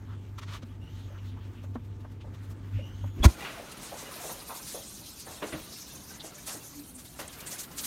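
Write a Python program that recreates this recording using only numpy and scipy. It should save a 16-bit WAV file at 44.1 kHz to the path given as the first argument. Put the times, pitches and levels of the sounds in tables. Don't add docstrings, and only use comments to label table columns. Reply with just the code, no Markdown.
import sys
import numpy as np
from scipy import signal
from scipy.fft import rfft, irfft, next_fast_len
from scipy.io import wavfile
from scipy.ndimage import uniform_filter1d

SR = 44100
rng = np.random.default_rng(int(sys.argv[2]) if len(sys.argv) > 2 else 0)


def pcm_store(signal):
    levels = np.round(np.clip(np.atleast_2d(signal), -1, 1) * 32767)
    wavfile.write(sys.argv[1], SR, levels.astype(np.int16).T)


N = 346626
T = np.arange(N) / SR
FREQS = np.fft.rfftfreq(N, 1 / SR) + 1e-3
DOOR_S = 3.2535

# (time [s], level [dB], half-length [s])
FLARES = [(3.304, -48.5, .014), (3.72, -46, .016), (3.836, -46.5, 0.053), (3.991, -46, 0.051),
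          (4.245, -45, 0.13), (4.564, -46, 0.042), (4.688, -41.5, 0.064), (5.063, -47, 0.013),
          (5.201, -45.5, .027), (5.316, -48, 0.051), (5.477, -46, 0.043), (5.884, -49.5, .017),
          (6.253, -46, 0.038), (6.479, -36.5, 0.033), (6.525, -42.5, 0.043), (6.994, -47, 0.033),
          (7.056, -50, 0.026), (7.2, -43.5, 0.029), (7.333, -47, 0.018), (7.407, -44, 0.012),
          (7.474, -43, .022), (7.523, -38.5, 0.044), (7.595, -37, 0.028), (7.637, -42, 0.018),
          (7.72, -52, 0.018), (7.787, -33, 0.023), (7.849, -35, 0.031)]


def amp(db):
    return 10 ** (np.asarray(db) / 20)


def unit(x):
    return x / np.sqrt(np.mean(x ** 2))


def curves(table):
    s, *columns = np.transpose(table)
    return [np.interp(T, s, c) for c in columns]


def colour(x, points):
    hz, db = np.transpose(points)
    skirts = 1 / (1 + (.7 * hz[0] / FREQS) ** 4) / (1 + (FREQS / (2 * hz[-1])) ** 4)
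    return unit(irfft(rfft(x) * amp(np.interp(np.log(FREQS), np.log(hz), db)) * skirts, N))


def resonate(x, hz, width):
    return signal.lfilter(*signal.iirpeak(min(hz, SR * .4), hz / width, fs=SR), x)


def cut(x, hz, kind="low", order=2):
    return signal.sosfilt(signal.butter(order, hz, kind, fs=SR, output="sos"), x)


def walk(rate):
    knots = rng.standard_normal(2048)
    return np.interp(T * rate, np.arange(len(knots)), knots) * np.sqrt(3 / 2)


def grains(rate, spread_db):
    clicks = (rng.random(N) < rate / SR) * rng.choice([-1, 1], N)
    return unit(clicks * amp(spread_db * np.minimum(rng.exponential(size=N), 5)))


def burst(t, rise, fade):
    attack = np.sin(np.pi / 2 * np.clip(t / rise, 0, 1)) ** 2
    return attack * np.exp(-np.clip((t - rise) / fade, 0, 20))


def swell(t, length):
    return np.exp(-2 * np.minimum((t / length) ** 2, 20))


def swells(table, lean=0):
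    return np.sqrt(sum((amp(db) * swell((T - s) / (1 + lean * np.sign(T - s)), length)) ** 2
                       for s, db, length in table))


def add(out, s, x):
    i = max(int(s * SR), 0)
    out[i:i + len(x)] += x[:max(N - i, 0)]


def patchy(x, rate, own_db, shared_db):
    size = next_fast_len(N)
    spectrum, shared, out = rfft(x, size), walk(rate), 0
    place = np.clip(3 * np.log2(np.linspace(1, SR / 2, len(spectrum)) / 2000), 0, 9)
    for k in range(10):
        band = irfft(spectrum * np.maximum(1 - abs(place - k), 0), size)[:N]
        out = out + band * amp(own_db * walk(rate) + shared_db * shared)
    return unit(out)


def knocks(table, modes, rise, tail_db, tail_s, ring_db, top_hz):
    out, t = np.zeros(N), T[:SR // 2]
    for s, db, hz, breadth, fade in table:
        force = resonate(resonate(rng.standard_normal(len(t)), hz, breadth), hz, breadth)
        contact = force * (burst(t, rise, fade) + amp(tail_db) * burst(t, rise, tail_s))
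        ring = sum(amp(ring_db + gain) * resonate(contact, f, width) for f, width, gain in modes)
        knock = cut(contact + ring, top_hz, order=3)
        peak_rms = np.sqrt(uniform_filter1d(knock ** 2, size=512).max())
        add(out, s, amp(db) * knock / peak_rms)
    return out


def whistles(table, width_share):
    out = np.zeros(N)
    for (s, db, hz, length), flow in zip(table, rng.standard_normal((len(table), SR // 2))):
        window = np.hanning(int(2 * length * SR))
        tone = resonate(resonate(flow, hz, hz * width_share), hz, hz * width_share)
        add(out, s - length, amp(db) * window * unit(tone[-len(window):]))
    return out


def spits(rate, low_hz, high_hz, length, spread_db):
    out, t = np.zeros(N), T[:SR // 12]
    for when, pitch, size, stretch, turn in rng.random((1500, 5))[:int(rate * N / SR)]:
        hz = low_hz * (high_hz / low_hz) ** pitch
        span = length * (.5 + stretch)
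        envelope = amp(-spread_db * np.log(size + .03)) * burst(t, span / 2, span)
        add(out, when * N / SR, envelope * np.sin(2 * np.pi * (hz * t + turn)))
    return unit(out)


def kitchen():
    # (frequency [Hz], gain [dB])
    spectrum = [(25, -10.5), (55, 2.5), (90, -0.5), (160, 1), (220, -1.5), (310, -2.5), (450, -16),
                (900, -18.5), (3000, -53)]
    return amp(-52.5 + 1.7 * walk(9)) * colour(rng.standard_normal(N), spectrum)


def low_ring():
    # (time [s], level [dB], pitch [Hz], half-length [s])
    rings = [(6.79, -49, 288.6, .11), (6.95, -51, 253, .09)]
    return whistles(rings, width_share=0.027)


def cabinet_air():
    # (time [s], relative level [dB])
    course = [(0.0, -62.5), (0.85, -63.5), (1.07, -57), (1.18, -59.5), (1.58, -63), (1.97, -65.5),
              (3.2, -56.5)]
    # (frequency [Hz], gain [dB])
    rumble_spectrum = [(25, -15), (45, -0.5), (75, 5), (125, 1.5), (185, -7.5), (255, -2.5), (400, -12),
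                       (600, -21.5), (1200, -27.5), (2200, -36.5), (5000, -45)]
    hiss_spectrum = [(880, -2.5), (1500, -2), (2640, -7.5), (2910, -6.5), (4240, -13), (4870, -15),
                     (6430, -13.5), (10500, -24), (13700, -18.5), (16000, -26)]
    hiss_db, = curves(course)
    rumble = amp(-47.5 + 1.3 * walk(12)) * colour(rng.standard_normal(N), rumble_spectrum)
    hiss = patchy(colour(grains(9000, 2.4), hiss_spectrum), rate=24, own_db=2.5, shared_db=1.5)
    return rumble + amp(hiss_db - 1.5) * hiss


def fan():
    # (frequency [Hz], level [dB])
    lines = [(883, -68.5), (1007, -81.5), (1195, -74.5)]
    return sum(amp(db + 0.64 * walk(4.7)) * np.sin(2 * np.pi * hz * T + 0.73 * walk(25))
               for hz, db in lines)


def compressor():
    # (time [s], pitch [Hz])
    pitch = [(0.0, 103.6), (0.08, 99.25), (1.09, 97.55), (1.84, 97.55), (2.78, 99.95), (2.85, 95.6),
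             (3.07, 99.4), (3.13, 98.7), (3.2, 94)]
    # (multiple of the pitch, relative level [dB])
    lines = [(0.499, -17), (1, -2.5), (1.72, -23), (2, -63), (2.42, -26.5), (2.61, -24), (3.002, -29.5)]
    # (time [s], level [dB], half-length [s])
    surges = [(.5, -39, 0.037), (.95, -38, .06), (1.06, -33, 0.023), (1.25, -36.5, 0.086),
              (1.88, -41.5, 0.17), (2.52, -40.5, 0.044), (2.765, -28.5, 0.046), (3.05, -32.5, 0.072)]
    hz, = curves(pitch)
    strength = np.hypot(amp(-41.5 + 1.3 * walk(14)), swells(surges))
    phase = 2 * np.pi * np.cumsum(hz * (1 + .008 * walk(20))) / SR
    hum = sum(amp(db + 1.75 * walk(20)) * np.sin(k * phase + rng.uniform(0, 2 * np.pi))
              for k, db in lines)
    return strength * unit(hum)


def hinge():
    # (time [s], pitch [Hz], relative level [dB])
    swings = [
        [(.8, 2700, -80), (.88, 2920, -75), (.96, 3180, -75), (1.06, 3330, -73), (1.17, 3050, -78),
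         (1.28, 2500, -81)],
        [(2.74, 2580, -79), (2.81, 2800, -73), (2.88, 3000, -70), (2.97, 3170, -72), (3.09, 3350, -70),
         (3.2, 3430, -73)],
    ]
    out = np.zeros(N)
    for swing in swings:
        hz, db = curves(swing)
        moving = (T > swing[0][0]) * (T < swing[-1][0])
        phase = 2 * np.pi * np.cumsum(hz) / SR
        for k, harmonic_db in enumerate([-7, -1, -22, -9], 1):
            rasp = cut(rng.standard_normal((2, N)), 130)
            tone = unit(rasp[0] * np.cos(k * phase) + rasp[1] * np.sin(k * phase))
            out += moving * amp(db + harmonic_db) * tone
    return out + amp(23) * resonate(out, 2860, width=140)


def handling():
    # (time [s], level [dB], half-length [s], fine crackle level [dB])
    rustles = [(0.391, -42, 0.013, -58), (0.431, -47, 0.022, -69), (0.495, -48.5, 0.032, -72),
               (0.545, -44, 0.047, -60), (0.631, -51, 0.014, -74), (0.67, -74, 0.013, -73),
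               (1.641, -59, 0.017, -65), (1.752, -60, 0.02, -72), (1.853, -67, 0.019, -70),
               (2.01, -62, 0.02, -71), (2.122, -66, 0.013, -68), (2.217, -57, 0.015, -85),
               (2.349, -55.5, 0.018, -69), (2.444, -62, 0.024, -65), (2.513, -63, 0.026, -60.5)]
    # (frequency [Hz], gain [dB])
    wrapping = [(350, -38), (600, -7), (758, -21), (950, -7), (1190, -1.5), (1600, -10.5), (2210, -11),
                (3730, -10.5), (4980, -18.5), (6120, -18.5), (13000, -39.5), (16000, -41)]
    # (time [s], level [dB], centre [Hz], bandwidth [Hz], decay [s])
    contacts = [(.626, -41.5, 235, 195, 0.006), (1.1, -53, 580, 200, 0.054),
                (1.636, -51.5, 482, 600, 0.0079), (1.75, -34.5, 235, 150.7, 0.0079),
                (1.753, -41.5, 940, 1090, 0.0096), (2.044, -49, 694, 1200, 0.012),
                (2.241, -50.5, 541, 504, 0.0081), (2.265, -52.5, 536, 500, 0.0084),
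                (2.783, -43.5, 535, 120.5, .025), (3.037, -45, 699, 799, 0.0078)]
    # (frequency [Hz], bandwidth [Hz], relative gain [dB])
    modes = [(235, 21, 12), (580, 200, 2), (926, 70, -5), (990, 60, -2), (1500, 70, -4), (1760, 82, -12)]
    # (time [s], level [dB], pitch [Hz], half-length [s])
    slides = [(.12, -56, 1230, 0.063), (.14, -67.5, 3000, 0.13), (1.0, -63, 3610, 0.13),
              (1.16, -54.5, 1280, 0.04), (1.375, -57, 1000, .03), (1.19, -59, 2780, 0.023),
              (1.28, -62.5, 3540, 0.067), (1.44, -64, 2960, 0.083), (1.58, -62.5, 2860, 0.062),
              (1.91, -74, 3030, .05), (2.22, -61, 3000, 0.032), (2.78, -55.5, 2403, 0.072)]
    crinkle = swells([row[:3] for row in rustles]) * colour(grains(7000, 0.72), wrapping)
    crackle = colour(grains(7700, 1.6), [(6000, 3.5), (10500, -3), (13500, 0), (16000, -7)])
    crackle *= swells([(s, db, length) for s, _, length, db in rustles])
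    bumps = knocks(contacts, modes, rise=0.0056, tail_db=-35, tail_s=0.025, ring_db=2, top_hz=2100)
    return crinkle + crackle + bumps + whistles(slides, width_share=.45)


def door():
    # (frequency [Hz], gain [dB])
    slap_spectrum = [(120, -39), (200, -1), (273, -2), (473, -18.5), (851, -14), (1020, -11.5),
                     (1530, -21.5), (2420, -18.5), (3020, -29), (3310, -19.5), (5230, -27.5), (6280, -21),
                     (8270, -28.5), (14600, -33), (16000, -40)]
    # (frequency [Hz], bandwidth [Hz], relative gain [dB])
    liner_modes = [(580, 37, 5.5), (678, 43, 4), (986, 60, -7), (1090, 45, -10), (1400, 51, 4),
                   (1690, 26, -7), (1980, 60, -7), (2420, 100, -3)]
    # (frequency [Hz], level [dB], time to fall 60 dB [s])
    panel_modes = [(50.6, -24, 0.12), (69, -22, .13), (108, -11, 0.086), (222, -5.5, 0.051),
                   (335, -15.5, 0.094)]
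    t = T - DOOR_S
    since = np.maximum(t, 0)
    draught = amp(-18.5) * swell(t + 0.038, 0.016) * np.sin(2 * np.pi * 56 * t)
    draught += amp(-39) * swell(t + 0.038, 0.043) * unit(resonate(rng.standard_normal(N), 50, 23))
    brush = colour(rng.standard_normal(N), [(150, 11), (280, 15), (700, -22), (2500, -21), (7000, -39)])
    brush *= amp(-37) * swell(t + 0.061, 0.037)
    squeak = unit(resonate(resonate(rng.standard_normal(N), 3350, 240), 3380, 240))
    squeak *= amp(-27.5) * swell(t + 0.017, 0.011)
    contact = amp(-19.5) * swell(t + 0.0031, 0.018) + amp(-32) * swell(t + 0.0024, 0.015)
    slap = (contact + amp(-41) * burst(t, 0.039, 0.021)) * colour(grains(12000, 1.1), slap_spectrum)
    liner = amp(-0.5) * sum(amp(db) * resonate(slap, hz, width) for hz, width, db in liner_modes)
    rock_hz = 62 * (1 + .5 * np.exp(-since / 0.0096))
    rock_size = swell(since - .008, 0.013) + 0.27 * burst(since, 0.029, 0.011)
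    rock_size *= amp(-2) * (1 - np.exp(-since / 0.0015))
    rock = rock_size * np.sin(2 * np.pi * np.cumsum(rock_hz * (t > 0)) / SR)
    panels = sum(amp(db - 60 * np.minimum(since / t60, 2)) * np.sin(2 * np.pi * hz * since)
                 for hz, db, t60 in panel_modes)
    return draught + brush + squeak + slap + liner - rock + (1 - np.exp(-since / 0.0048)) * panels


def utensil():
    # (time [s], level [dB], centre [Hz], bandwidth [Hz], decay [s])
    contacts = [(3.44, -38, 1720, 3600, 0.075), (3.587, -41.5, 610, 300, 0.01),
                (3.912, -39, 706, 450, 0.022), (4.23, -41.5, 656, 600, 0.045),
                (4.286, -41.5, 795, 910, 0.018), (4.488, -40, 940, 550, 0.046),
                (4.738, -38.5, 540, 604, 0.034), (5.258, -45, 770, 1080, 0.11),
                (5.416, -34.5, 980, 2500, 0.011), (5.421, -34.5, 300, 400, 0.011),
                (5.518, -37, 900, 3360, 0.019), (5.522, -36, 139, 220, 0.023),
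                (6.233, -43.5, 554, 800, 0.013), (6.468, -45, 1120, 2000, 0.11),
                (6.535, -46, 210, 450, 0.028), (7.184, -39, 960, 2280, 0.028)]
    # (frequency [Hz], bandwidth [Hz], relative gain [dB])
    modes = [(323, 33, 3.5), (421, 41, -1), (557, 144, -2.5), (850, 30, -48), (1042, 21, -9.5),
             (1920, 36, -7), (2764, 67, -4)]
    return knocks(contacts, modes, rise=0.013, tail_db=-1.5, tail_s=0.047, ring_db=5.5, top_hz=4350)


def steam():
    # (time [s], relative level [dB], pitch [Hz], half-length [s])
    jets = [(4.95, -53, 6500, 0.051), (5.21, -52, 4660, 0.053), (5.75, -46.5, 5100, 0.066),
            (5.83, -49.5, 5650, 0.07), (6.1, -50, 5660, 0.05), (6.15, -49.5, 6400, 0.041),
            (6.21, -42.5, 3850, .022), (6.27, -50, 6300, 0.062), (6.355, -46.5, 6560, 0.017),
            (6.41, -53, 6360, 0.051), (6.68, -50.5, 6400, 0.088), (6.77, -55, 6600, 0.054),
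            (6.89, -51.5, 9300, 0.046), (6.96, -45, 8800, 0.026), (7.281, -38.5, 8200, 0.0057),
            (7.3, -50, 3250, .025), (7.48, -40.5, 8300, 0.034)]
    return amp(-1) * whistles(jets, width_share=0.3)


def searing():
    # (frequency [Hz], gain [dB])
    spectrum = [(1500, -8), (2700, -7), (3500, -3), (4800, -3), (6500, 0), (8500, 0), (10500, -3),
                (12500, -5), (14200, -10), (16000, -17)]
    hiss = patchy(colour(grains(20000, 0.92), spectrum), rate=45, own_db=2.5, shared_db=0)
    return swells(FLARES, lean=0.39) * hiss


def sizzle():
    # (time [s], fizz [dB], fine spray [dB], boiling [dB])
    course = [(3.33, -55, -73, -54), (3.4, -57, -81, -47.5), (3.71, -54, -76, -53),
              (4.21, -48.5, -50.5, -51), (5.06, -47.5, -58, -63), (5.49, -50.5, -59, -56),
              (5.8, -48.5, -58.5, -60), (6.27, -57, -61, -57.5), (6.61, -50.5, -53, -61),
              (7.03, -61, -60, -64.5), (7.23, -48, -56, -61), (7.39, -60, -50, -51.5),
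              (7.68, -67, -54, -56), (7.86, -47, -37, -52.5)]
    # (frequency [Hz], gain [dB])
    fat_spectrum = [(1470, -58), (2500, -5.5), (2990, -9.5), (3920, 0), (4950, -3.5), (6400, 1),
                    (7890, -5.5), (9080, 2), (10400, -2.5), (14000, 1), (16000, -11)]
    juice_spectrum = [(250, 7), (450, 5), (700, 0.5), (1100, 2.5), (1700, -0.5), (2700, -2.5), (4000, -6),
                      (8000, -12)]
    fizz_db, spray_db, boil_db = curves(course)
    lull_db, lead_s, lull_s = -3.5, 0.02, 0.017
    lull = np.minimum(sum(swell(T - s + lead_s + length, lull_s) for s, _, length in FLARES), 1)
    sputter = amp(1.5 * walk(22) + lull_db * lull)
    fat = patchy(colour(grains(12000, 1.1), fat_spectrum), rate=49, own_db=3.5, shared_db=0.8)
    spray, coarse = cut(fat, 10000, "high"), cut(fat, 10000)
    crackle = amp(-19) * colour(grains(130, 4.9), [(1500, -8), (3500, 11), (7000, 16), (15000, -35)])
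    bubbles = amp(-9.5) * spits(rate=130, low_hz=2980, high_hz=10390, length=0.015, spread_db=1.5)
    fizz = amp(fizz_db + 0.5) * (coarse + crackle + bubbles) - amp(spray_db + 1) * spray
    juice = colour(grains(6000, 0.73), juice_spectrum)
    juice += amp(-6) * spits(rate=94, low_hz=501.5, high_hz=2976, length=0.011, spread_db=3.5)
    return sputter * fizz + amp(boil_db + 3 + walk(30)) * juice


def scene():
    shut = np.clip((T - DOOR_S) / 0.027, 0, 1)
    fridge = compressor() + fan() + cabinet_air()
    actions = hinge() + handling() + door()
    grill = sizzle() + searing() + steam() + kitchen() + utensil() + low_ring()
    return ((1 - shut) * fridge + actions + shut * grill)[None]


def record(dry):
    return signal.sosfilt(signal.ellip(10, .1, 80, 15800, fs=SR, output="sos"), np.clip(dry, -1, 1))


dry = scene()
out = record(dry)
pcm_store(out)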